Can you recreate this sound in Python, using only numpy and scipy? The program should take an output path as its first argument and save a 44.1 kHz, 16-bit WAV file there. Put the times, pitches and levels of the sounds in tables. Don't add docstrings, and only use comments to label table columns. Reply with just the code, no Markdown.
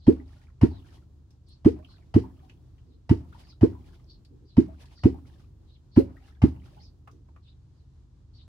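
import sys
import numpy as np
from scipy import signal
from scipy.fft import rfft, irfft, next_fast_len
from scipy.io import wavfile
from scipy.ndimage import uniform_filter1d, minimum_filter1d, map_coordinates

SR = 44100
rng = np.random.default_rng(int(sys.argv[2]) if len(sys.argv) > 2 else 0)


def master_out(mix):
    frames = np.transpose(np.atleast_2d(mix))
    ceiling = np.clip(frames, -1, 1)
    pcm = np.round(ceiling * 32767).astype(np.int16)
    wavfile.write(sys.argv[1], SR, pcm)


N = 373947

QUICK_PULL_S = 0.0082
# (time [s], wait until the air pocket shuts [s], bubble level [dB], final pitch [Hz],
#  gurgle level [dB], slap level [dB], shower level [dB])
STROKES = [(0.0706, 0.0096, 10, 470.5, -42, -33, -64.5), (0.6160, 0.0166, 7, 477.6, -37, -28, -63),
           (1.6506, 0.0098, 8, 488.6, -40.5, -31.5, -66), (2.1438, 0.018, 7, 510, -43, -26.5, -69),
           (3.096, 0.0155, 3.5, 483, -43, -26, -62.5), (3.6132, 0.018, 9.5, 536, -38, -35, -65.5),
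           (4.571, 0.0095, 7.5, 431, -43.5, -32.5, -62.5), (5.0381, 0.017, 7.5, 501, -42, -26, -65.5),
           (5.9649, 0.009, 8, 463, -36.5, -34, -64.5), (6.4213, 0.016, 6.5, 455.6, -37, -27.5, -63.5)]
def plops(pull_hz=108, glide_s=0.01222, start_share=.31, swell_s=0.0027, burst_s=0.092):
    out, t = np.zeros(N), np.arange(SR // 4) / SR
    for s, shut_s, db, final_hz, *_ in STROKES:
        slowness = shut_s / QUICK_PULL_S
        age = np.maximum(t - shut_s, 0)
        swing = amp(0.2 - 5.5 * np.log2(slowness)) * t / 0.022 * np.exp(-(age / .00505) ** 2)
        pull = -swing * np.sin(2 * np.pi * pull_hz * t)
        cycles = final_hz * (age - (1 - start_share) * glide_s * (1 - np.exp(-age / glide_s)))
        fade_s = .06 * slowness ** -0.53
        size = amp(db - 60 * age / fade_s) * fade_in(age, swell_s) * np.exp(-(age / burst_s) ** 2)
        octave = 0.028 * size ** 2 * np.sin(4 * np.pi * cycles)
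        add(out, s, pull + size * np.sin(2 * np.pi * cycles) + octave)
    return out


# (delay [s], left gain, right gain)
ECHOES = [(0.00527, -0.09, 0.02), (0.0088, 0.25, 0.076), (0.011, 0.18, 0.06), (0.0124, -0.056, 0.33),
          (0.0265, -0.021, 0.05), (0.0414, 0.011, 0.034)]
def with_echoes(x, left_gain=.62, left_lead_s=.0003, mono_hz=150):
    out = np.zeros((2, N))
    add(out[0], -left_lead_s, left_gain * x)
    add(out[1], 0, x)
    for delay, left, right in ECHOES:
        add(out, delay, x * np.array([[left], [right]]))
    mid = out.mean(axis=0)
    return mid + filtered(out - mid, lambda hz: hz / np.hypot(hz, mono_hz))


# (pitch [Hz], level [dB], time to fade by 60 dB [s])
HULL_NOTES = [(74.6, -30, 0.6), (121, -40.5, 0.29), (180, -42, 0.61), (259.7, -36, 0.46),
              (331, -37.5, 0.14), (407, -48, 0.15)]
def hull_boom(attack_s=.006):
    out, t = np.zeros(N), np.arange(SR) / SR
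    for s, shut_s, *_ in STROKES:
        ring = np.zeros(SR)
        for hz, db, fade_s in HULL_NOTES:
            size = amp(db + rng.normal(0, 1.5) - 60 * t / fade_s)
            ring += size * np.sin(2 * np.pi * hz * t + 2 * np.sqrt(t) * wobble(20)[:SR])
        add(out, s + shut_s, ring * fade_in(t, attack_s))
    return out * amp(1.8 * wobble(30))


# (frequency [Hz], level [dB])
SPLASH_TONE = [(150, -4.5), (400, 4.5), (650, 1.5), (950, -1.5), (1300, -7), (2000, -6.5), (3100, -11),
               (3500, -18), (5000, -14.5), (7000, -27), (10500, -30), (15000, -49.5)]
def slaps(fade_s=0.12, attack_s=0.00031, lead_s=.0032):
    out, t = np.zeros((2, N)), np.arange(SR // 4) / SR
    for s, *_, db, _ in STROKES:
        shape = amp(-9 - 60 * t / fade_s) * fade_in(t, attack_s) ** 2
        crack = shape * noise(SPLASH_TONE, len(t), crackle_db=4.5)
        add(out, s - lead_s, amp(db) * (crack + amp(-8) * wood_ring(t)))
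    return out


# (pitch [Hz], level [dB], time to fade by 60 dB [s])
WOOD_NOTES = [(699.6, 0.5, 0.052), (923, -0.5, 0.13), (1142, -5, 0.073), (1306, -16.5, .06),
              (1962, -10, 0.1), (2670, -13.5, 0.061), (3030, -7.5, 0.059), (4950, -19.5, 0.07)]
def wood_ring(t):
    ring = np.zeros((2, len(t)))
    for hz, db, fade_s in WOOD_NOTES:
        size = amp(db + rng.normal(0, 1, (2, 1)) - 60 * t / fade_s)
        ring += size * np.sin(2 * np.pi * (hz * rng.normal(1, 0.026) * t + rng.random((2, 1))))
    return ring * fade_in(t, 0.00099)


# (frequency [Hz], level [dB])
SPRAY_TONE = [(1500, -17.5), (3000, -4), (5000, -1.5), (7000, -11.5), (10500, -14.5), (15000, -31.5)]
# (frequency [Hz], level [dB])
GURGLE_TONE = [(300, -17), (480, -10.5), (630, -2.5), (760, -2), (950, -4), (1150, -8), (1400, -12.5),
               (2500, -21.5), (6000, -43)]
# (time [s], level [dB], pitch [Hz])
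PLOP_TAILS = [(0.104, -29.5, 525), (1.683, -43, 514), (3.656, -34, 533), (5.997, -22, 536)]
def pocket_snaps(lead_s=.015, rise_s=0.12):
    out, t = np.zeros((2, N)), np.arange(SR // 3) / SR

    def burst(hold_s, fade_s):
        dip = np.maximum(np.maximum(t - lead_s - hold_s, 0) / fade_s, (lead_s - t) / rise_s)
        return amp(-60 * dip) * fade_in(t, 0.002)

    for s, shut_s, _, _, gurgle_db, *_ in STROKES:
        splash = amp(-49.5) * noise(SPLASH_TONE, len(t), crackle_db=0.5)
        spray = amp(-60) * noise(SPRAY_TONE, len(t), crackle_db=9)
        sputter = amp(2.5 * wobble(200)[:len(t)])
        hiss = (splash + spray) * sputter * burst(hold_s=0.014, fade_s=0.24)
        gurgle = amp(gurgle_db) * burst(hold_s=0, fade_s=.11) * noise(GURGLE_TONE, len(t))
        add(out, s + shut_s - lead_s, hiss + gurgle)
        add(out, s + shut_s, amp(-47) * wood_ring(t))
    for s, db, hz in PLOP_TAILS:
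        add(out, s, amp(db - 2) * drip(hz, cycles=51))
    return out


def refills(delay_s=.122, spread_s=0.031, bubble_hz=850, count=5):
    out, t, flow = np.zeros((2, N)), np.arange(N) / SR, np.zeros(N)
    for s, *_ in STROKES:
        flow += np.exp(-.5 * ((t - s - delay_s) / spread_s) ** 2)
        for when, pitch, size in np.clip(rng.standard_normal((count, 3)), -2, 2):
            bubble = drip(bubble_hz * np.exp(.25 * pitch), cycles=45)
            add(out, s + delay_s + spread_s * when, amp(-58 + 2 * size) * bubble)
    return out + amp(-65 + 2 * wobble(60)) * flow * noise(GURGLE_TONE, N)


# (time [s], level [dB], pitch [Hz])
CLEAR_DROPS = [(0.199, -51, 1885), (0.712, -49, 842), (1.791, -50, 627), (1.847, -43.5, 3000),
               (2.238, -41, 930), (2.428, -53, 743), (3.326, -46, 1415), (3.347, -46, 970),
               (3.751, -47, 957), (4.683, -47, 633), (5.144, -43, 813), (6.168, -49, 1940),
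               (6.768, -46.5, 830)]
# (frequency [Hz], level [dB])
PATTER_TONE = [(300, -10.5), (800, 2.5), (1500, -11.5), (3000, -6.5), (5000, -9), (7500, -19),
               (10500, -18.5), (15000, -30.5)]
def falling_drops(flight_s=.28, spread_s=.075, count=32):
    out, t, shower = np.zeros((2, N)), np.arange(N) / SR, np.zeros(N)
    for s, db, hz in CLEAR_DROPS:
        add(out, s, amp(db - 1) * drip(hz, cycles=90))
    for s, *_, db in STROKES:
        shower += amp(db) * np.exp(-.5 * ((t - s - flight_s) / spread_s) ** 2)
        for when, pitch, size in np.clip(rng.standard_normal((count, 3)), -2, 2):
            drop = drip(1750 * np.exp(.55 * pitch), cycles=52)
            add(out, s + flight_s + spread_s * when, amp(db + 2 + 3.5 * size) * drop)
    return out + amp(-5 + 4 * wobble(40)) * shower * noise(PATTER_TONE, N, crackle_db=5)


def drip(hz, cycles, rise=.06, unsteadiness=.07):
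    t = np.arange(SR // 10) / SR
    age = t * hz / cycles
    pitch = hz * (1 + rise * np.minimum(age, 2) + unsteadiness * jitter((2, len(t)), 90))
    ring = amp(-60 * age) * fade_in(t, 2 / hz) * sine(pitch)
    tick = amp(-17 - 60 * t / .006) * rng.standard_normal((2, len(t)))
    return (ring + tick) * amp(rng.normal(0, 2.3) * np.array([[1], [-1]]))


# (frequency [Hz], time to fade by 60 dB [s])
DECK_FADE = [(60, 0.63), (160, 0.36), (420, .25), (1100, 0.1), (3000, 0.14), (10000, 0.16)]
# (frequency [Hz], level [dB])
DECK_TONE = [(40, -9), (90, -1), (170, -14.5), (300, -2), (600, -2), (1500, 3.5), (10000, 3)]
def deck_reverb(x):
    out = np.zeros((2, N))
    edges = [0] + [int((s - .02) * SR) for s, *_ in STROKES[1:]] + [N]
    for start, end in zip(edges, edges[1:]):
        hz, t, bands = signal.stft(noise(DECK_TONE, SR // 2), SR, nperseg=512)
        fade = amp(-60 * t / look_up(DECK_FADE, hz)[:, None]) * fade_in(t, 0.004)
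        tail = signal.istft(bands * fade, SR, nperseg=512)[1]
        tail /= np.linalg.norm(tail[0])
        add(out, start / SR, signal.fftconvolve(x[:, start:end], tail, axes=1))
    return out


# (frequency [Hz], level [dB])
WASH_TONE = [(35, -10.5), (70, 3.5), (130, 0), (200, -10), (330, -7), (480, -21.5), (900, -28.5),
             (2000, -47.5)]
def wash(swell_s=0.097, settle_s=0.44):
    t, flow = np.arange(N) / SR, np.zeros(N)
    for s, shut_s, *_ in STROKES:
        age = np.maximum(t - s, 0)
        size = amp(-60 + 7.5 * np.log2(shut_s / QUICK_PULL_S))
        flow += size * np.minimum(age / swell_s, 1) * np.exp(-age / settle_s)
    return flow * amp(0.67 * wobble(12)) * noise(WASH_TONE, N)


# (time [s], length [s], level [dB])
RIPPLES = [(2.799, .25, -62.5), (4.27, .14, -55), (4.395, 0.097, -59), (7.038, 0.22, -60)]
# (frequency [Hz], level [dB])
RIPPLE_TONE = [(150, -14.5), (260, 11), (350, 5.5), (470, 0.5), (600, -30.5), (2000, -52.5)]
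def ripples():
    out = np.zeros((2, N))
    for s, length, db in RIPPLES:
        size = int(length * SR)
        add(out, s, amp(db) * np.hanning(size) * noise(RIPPLE_TONE, size))
    return out * amp(1.1 * wobble(42))


# (time [s], level [dB], pitch [Hz])
GEAR_KNOCKS = [(1.305, -55, 5420), (1.484, -57, 9140), (2.495, -44, 2815), (2.78, -57, 2830),
               (4.248, -50, 4584), (4.855, -48, 4600), (5.382, -65, 4940), (7.074, -34, 1194),
               (7.112, -55, 5900), (7.285, -49, 912), (7.361, -44, 1170)]
# (frequency [times the knock's pitch], level [dB])
KNOCK_TONE = [(.25, -16), (.55, -5.5), (1, 0.5), (1.3, -10), (2.2, -14.5), (3.2, -29.5), (12, -41.5)]
def gear_knocks(thud_fade_s=0.048, ring_fade_s=0.1, attack_s=0.0018):
    out, t = np.zeros((2, N)), np.arange(SR // 5) / SR
    for s, db, hz in GEAR_KNOCKS:
        tone = [(hz * ratio, level) for ratio, level in KNOCK_TONE]
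        ring = amp(-13 - 60 * t / ring_fade_s) * sine(hz * (1 + .08 * jitter((2, len(t)), 120)))
        thud = amp(-8 - 60 * t / thud_fade_s) * noise(tone, len(t))
        add(out, s, amp(db) * fade_in(t, attack_s) * (ring + thud))
    return out


# (time [s], level [dB], pitch near the start [Hz])
BIRD_CALLS = [(-.02, -57, 4550), (.69, -59, 4375), (1.459, -57.5, 4800), (1.86, -58, 4400),
              (2.861, -71.5, 4640), (3.43, -57, 4930), (4.061, -56.5, 4780), (4.449, -63.5, 4956),
              (4.94, -54.5, 4890), (5.66, -61.5, 4170), (5.91, -52, 4578), (6.785, -54, 4920),
              (7.422, -59, 4160), (7.74, -74, 5032), (8.33, -55, 4820)]
def birds(call_s=.12, fall=0.19, arch=0.038, buzz_hz=620):
    out, t = np.zeros((2, N)), np.arange(int(call_s * SR)) / SR
    age = t / call_s
    glide = 1 - fall * age + arch * (np.sin(np.pi * age) - .5)
    for s, db, hz in BIRD_CALLS:
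        rasp, flutter = jitter((2, 2, SR // 4), 50)[..., :len(t)]
        warble, effort = wobble(44)[:len(t)], wobble(44)[:len(t)]
        whistle = sine(hz * glide * (1 + .035 * rasp + .07 * warble))
        buzz = 1 + 0.85 * sine(buzz_hz * (1 + .6 * flutter))
        add(out, s, amp(db - 5 + 3 * effort) * np.sin(np.pi * age) * buzz * whistle)
    return out


# (pitch [Hz], level [dB])
HUM_NOTES = [(49, -59), (75, -57), (86, -66), (100, -65.5), (126, -62.5), (175, -74), (250, -78)]
def hum():
    t, out = np.arange(N) / SR, np.zeros(N)
    for hz, db in HUM_NOTES:
        size = np.sqrt(2) * amp(db - 1 + 2.5 * wobble(3.7))
        out += size * np.sin(2 * np.pi * hz * t + 1.4 * wobble(3.5))
    return out


# (frequency [Hz], level [dB])
AIR_TONE = [(15, -57.5), (27, -35), (37, -8), (80, -5.5), (130, -9), (180, -20), (210, -23.5), (330, -23.5),
            (440, -33.5), (650, -40), (1000, -39.5), (2200, -52), (4000, -48), (7000, -52.5), (15500, -74)]
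def open_air():
    return amp(-56 + wobble(15)) * noise(AIR_TONE, N)


# (frequency [Hz], likeness [0 to 1])
SIDES_ALIKE = [(30, 0.99), (150, 0.81), (400, 0.57), (1000, 0.19), (5000, 0.039)]
def noise(tone, size, crackle_db=0):
    def response(hz):
        width = np.arccos(np.clip(look_up(SIDES_ALIKE, hz), -1, 1)) / 2
        return amp(look_up(tone, hz)) * [np.cos(width), np.sin(width)]

    white = rng.standard_normal((2, size)) * amp(crackle_db * rng.standard_normal(size))
    mid, side = filtered(white, response)
    return unit(np.array([mid + side, mid - side]))


def amp(db):
    return 10 ** (np.asarray(db) / 20)


def unit(x):
    return x / np.sqrt(np.mean(x ** 2) + 1e-20)


def fade_in(t, attack_s):
    return 1 - np.exp(-t / attack_s)


def sine(hz):
    return np.sin(2 * np.pi * np.cumsum(hz, axis=-1) / SR)


def look_up(points, hz):
    freqs, values = np.transpose(points)
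    return np.interp(np.log(hz + 1), np.log(freqs + 1), values)


def add(track, s, sound):
    start = round(s * SR)
    sound = sound[..., max(-start, 0):max(N - start, 0)]
    track[..., max(start, 0):max(start, 0) + sound.shape[-1]] += sound


def wobble(rate):
    return map_coordinates(rng.standard_normal(int(N * rate / SR) + 4), [np.arange(N) * rate / SR])


def jitter(shape, samples):
    return unit(uniform_filter1d(rng.standard_normal(shape), size=samples))


def filtered(x, response):
    size = next_fast_len(x.shape[-1] + SR // 4)
    return irfft(rfft(x, size) * response(np.fft.rfftfreq(size, 1 / SR)), size)[..., :x.shape[-1]]


def scene():
    plop = plops()
    small = slaps() + pocket_snaps() + refills() + falling_drops() + ripples() + gear_knocks() + birds()
    scattered = amp(-16.5) * plop + amp(-6.5) * small
    return with_echoes(plop) + hull_boom() + small + deck_reverb(scattered) + wash() + hum() + open_air()


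def record(dry, ceiling=0.83, low_cut_hz=32, top_hz=15850):
    x = signal.sosfilt(signal.butter(1, low_cut_hz, "high", fs=SR, output="sos"), dry)
    needed = np.minimum(1, ceiling / (np.abs(x) + 1e-9))
    gain = uniform_filter1d(minimum_filter1d(needed, size=129, axis=1), size=129, axis=1)
    return filtered(x * gain, lambda hz: hz < top_hz)


dry = scene()
out = record(dry)
master_out(out)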